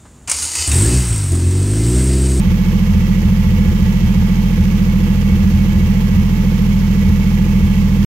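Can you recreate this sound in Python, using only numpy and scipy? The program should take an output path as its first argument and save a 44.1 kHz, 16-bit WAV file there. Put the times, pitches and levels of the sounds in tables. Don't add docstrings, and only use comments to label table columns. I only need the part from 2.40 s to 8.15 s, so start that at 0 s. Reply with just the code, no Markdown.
import sys
import numpy as np
from scipy import signal
from scipy.fft import rfft, irfft, next_fast_len
from scipy.io import wavfile
from scipy.ndimage import uniform_filter1d, minimum_filter1d

SR = 44100
rng = np.random.default_rng(int(sys.argv[2]) if len(sys.argv) > 2 else 0)


def wrap_up_sound(samples):
    columns = np.atleast_2d(samples).T
    tamed = np.clip(columns, -1, 1)
    steps = np.round(tamed * 32767).astype(np.int16)
    wavfile.write(sys.argv[1], SR, steps)


N = 253575
LEAD = SR // 2
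TIME = np.arange(-LEAD, N) / SR

HARD_CATCHES = [.088, .584, .869, 1.083, 1.297, 1.439, 1.651, 1.792, 2.219, 2.938, 3.156, 3.373, 3.445,
                3.803, 5.247]
# start_s, strength
HEAVY_CATCHES = [(.526, 0.7), (1.167, 0.63), (3.024, 0.57), (3.744, 0.67), (4.681, 0.68)]


def from_db(db):
    return 10 ** (np.asarray(db) / 20)


def unit_rms(x):
    return x / np.sqrt(np.mean(x ** 2) + 1e-20)


def pan(left_db):
    return from_db(np.array([[left_db], [-left_db]]) / 2)


def colour(x, spectrum):
    size = next_fast_len(len(TIME))
    hz, db = np.transpose(spectrum)
    bins_hz = np.maximum(np.arange(size // 2 + 1) * SR / size, 1)
    gain = from_db(np.interp(np.log(bins_hz), np.log(hz), db))
    return irfft(rfft(x, size) * gain, size)[:len(TIME)]


def resonate(x, hz, width_hz):
    r = np.exp(-np.pi * width_hz / SR)
    feedback = [1, -2 * r * np.cos(2 * np.pi * hz / SR), r * r]
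    return signal.lfilter(np.array([1, 0, -1]) * (1 - r * r) / 2, feedback, x + 1e-18)


def resonator_bank(x, modes):
    return sum((-1) ** k * from_db(db) * pan(left_db) * resonate(x, hz, width_hz)
               for k, (hz, width_hz, db, left_db) in enumerate(modes))


def swell(x, hz, width_hz):
    soft = signal.sosfilt(signal.butter(2, 420, fs=SR, output="sos"), x)
    tone = resonate(resonate(soft, hz, width_hz), hz, width_hz)
    return tone * np.e * SR / (2 * np.pi * width_hz)


def clicks(times, sizes):
    at = np.round(np.asarray(times) * SR).astype(int) + LEAD
    inside = (at > 0) & (at < len(TIME) - 1)
    return np.bincount(at[inside], np.asarray(sizes)[inside], len(TIME))


def crank_rpm(rise_s=.03, ebb_s=1):
    # time_s, speed_rpm
    idle = [(0.0, 1710.22), (0.5, 1667.19), (1.35, 1629.65), (2.5, 1628.02), (3.1, 1602.2), (4.15, 1617.87),
            (4.65, 1604.5), (4.9, 1624.79), (5.6, 1619.95)]
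    starts = HARD_CATCHES + [start for start, _ in HEAVY_CATCHES]
    ages = [np.maximum(TIME - start, 0) for start in starts]
    kicks = sum(np.exp(-age / ebb_s) - np.exp(-age / rise_s) for age in ages)
    return np.interp(TIME, *np.transpose(idle)) + 14.578 * kicks


def firings(cycle, spread_db, jitter_s):
    # place_cycles, level_db
    cylinders = [(.036, -2.6), (.231, -.2), (.381, 1.2), (.559, 0), (.697, .9), (.895, .7)]
    place, db = np.transpose(cylinders)
    whole_cycles = np.arange(np.floor(cycle[0]), cycle[-1])[:, None]
    times = np.interp(whole_cycles + place, cycle, TIME, left=-2, right=2 * TIME[-1])
    late, loud = rng.standard_normal((2,) + times.shape)
    return clicks(times + jitter_s * late, from_db(db + spread_db * loud))


def exhaust(cycle):
    # pitch_hz, width_hz, gain_db, left_db
    modes = [(42.7, 15.3, -7.6, -2), (75.1, 15, -14.3, 0), (112, 22.5, -18.7, 0), (183.2, 22.2, -4.3, -3),
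             (190, 18, -1.3, -3)]
    pulses = from_db(54.6) * firings(cycle, spread_db=.3, jitter_s=.00006)
    muffled = signal.sosfilt(signal.butter(6, 190, fs=SR, output="sos"), pulses)
    notched = muffled - resonate(muffled, hz=225, width_hz=9.2)
    return resonator_bank(notched, modes)


def block_drone(cycle, waver_db=3.0):
    # multiple_of_cycle_rate, level_db
    orders = [(17, -46), (18, -44), (19, -49), (23, -51), (24, -48), (31, -53), (34, -50), (36, -52)]
    waver_times = np.arange(TIME[0], TIME[-1], 1 / 6)
    hum = 0
    for multiple, db in orders:
        waver = np.interp(TIME, waver_times, rng.standard_normal(len(waver_times)))
        tone = np.sqrt(2) * np.sin(2 * np.pi * (multiple * cycle + rng.random()))
        hum = hum + from_db(db + waver_db * waver) * tone
    chug = from_db(8.5 * np.cos(2 * np.pi * (cycle - .55)))
    return hum * chug * pan(-2.9)


def body_panels(cycle):
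    # pitch_hz, width_hz, gain_db, left_db
    modes = [(260, 11, -57, -14), (330.6, 9.5, -40, -5), (415, 120, -47, 0), (523, 97, -44.5, -7)]
    pulses = from_db(52) * firings(cycle, spread_db=2.5, jitter_s=.0007)
    knocks = signal.sosfilt(signal.butter(2, [220, 620], "band", fs=SR, output="sos"), pulses)
    return resonator_bank(knocks, modes)


def valve_ticks(cycle, valves=12, spread_db=2.5, jitter_s=.0012, decay_s=.0025):
    closings = np.arange(np.ceil(cycle[0] * valves), cycle[-1] * valves) / valves
    times = np.interp(closings, cycle, TIME)
    late, loud = rng.standard_normal((len(times), 2)).T
    hits = clicks(times + jitter_s * late, from_db(spread_db * loud))
    return unit_rms(signal.lfilter([1], [1, -np.exp(-1 / (decay_s * SR))], hits))


def engine_bay(cycle):
    # frequency_hz, relative_db
    rush_left = [(400, -66), (700, -70), (950, -71), (1500, -73), (3000, -75.5), (4000, -79), (5200, -83.5),
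                 (8000, -87.5), (9400, -87), (12000, -82), (14300, -81), (15700, -86)]
    rush_right = [(400, -74.5), (700, -72), (950, -68.5), (1500, -71), (2200, -66), (3000, -67),
                  (3800, -74), (6500, -73.5), (8000, -82.5), (9300, -89), (12000, -78.5), (14000, -81.5),
                  (15700, -84)]
    # pitch_hz, width_hz, relative_db, left_db
    metal_modes = [(871, 55, 13, -7), (1032, 38, 9.5, 5), (1157, 89, 3, -19), (1692, 15.5, -3, -40),
                   (1946, 32, -0.5, -35.5), (2212, 26, 6.5, -29), (2670, 29, 7.5, -11),
                   (3182, 12, 1, -31.5)]
    throb = from_db(.85 * np.cos(2 * np.pi * (cycle - .46)) + .7 * np.cos(4 * np.pi * (cycle - .02)))
    rattle = np.sqrt(1 + (from_db(-7) * valve_ticks(cycle)) ** 2)
    noise = rng.standard_normal((3, len(TIME))) * throb * rattle
    hiss = unit_rms(np.array([colour(noise[0], rush_left), colour(noise[1], rush_right)]))
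    ringing = unit_rms(resonator_bank(noise[2], metal_modes))
    return from_db(-33) * hiss + from_db(-37.5) * ringing


def garage_rumble():
    # frequency_hz, relative_db
    spectrum = [(15, -48), (30, -88), (60, -56), (90, -30.5), (140, -42.5), (200, -29.5), (250, -55),
                (320, -46), (490, -58.5), (620, -75), (1000, -96), (2500, -105)]
    mid, side = (unit_rms(colour(rng.standard_normal(len(TIME)), spectrum)) for _ in range(2))
    stereo = mid + from_db(-10) * side * [[1], [-1]]
    return from_db(-27) * stereo * pan(-2)


def hard_catches(lurch_lead_s=.0175, puff_delay_s=.01513, recovery_s=.08):
    starts = np.array(HARD_CATCHES)
    since_heavy = starts[:, None] - np.array(HEAVY_CATCHES)[:, 0]
    recovering = ((since_heavy > 0) & (since_heavy < recovery_s)).any(axis=1)
    strength = from_db(-4 * recovering)
    lurch = from_db(-11) * swell(clicks(starts - lurch_lead_s, strength), hz=74.8, width_hz=21)
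    puff = from_db(-9.5) * swell(clicks(starts + puff_delay_s, strength), hz=86.6, width_hz=69)
    return -(lurch + puff) * pan(0)


def heavy_catches(boom_delay_s=.0225):
    starts, strength = np.transpose(HEAVY_CATCHES)
    thump = from_db(-5) * swell(clicks(starts, strength), hz=82.7, width_hz=28)
    boom = from_db(-10) * swell(clicks(starts + boom_delay_s, strength), hz=193, width_hz=41)
    return thump * pan(.5) - boom * pan(-6)


def scene():
    cycle = np.cumsum(crank_rpm()) / (2 * 60 * SR)
    cycle = cycle - cycle[LEAD] - .113
    tailpipe = exhaust(cycle) + heavy_catches() + hard_catches()
    tailpipe[1] = np.interp(TIME - .0003, TIME, tailpipe[1])
    mix = tailpipe + block_drone(cycle) + body_panels(cycle) + engine_bay(cycle) + garage_rumble()
    return mix[:, LEAD:]


def record(dry):
    ceiling, limiter_s, stop_s, cutoff_hz = .9, .008, 5.648, 15750
    window = int(limiter_s * SR)
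    needed_gain = ceiling / np.maximum(np.abs(dry).max(axis=0), ceiling)
    gain = uniform_filter1d(minimum_filter1d(needed_gain, window), window)
    gate = TIME[LEAD:] < stop_s
    high_cut = signal.ellip(12, .1, 90, cutoff_hz, fs=SR, output="sos")
    return signal.sosfilt(high_cut, dry * gain * gate)


dry = scene()
out = record(dry)
wrap_up_sound(out)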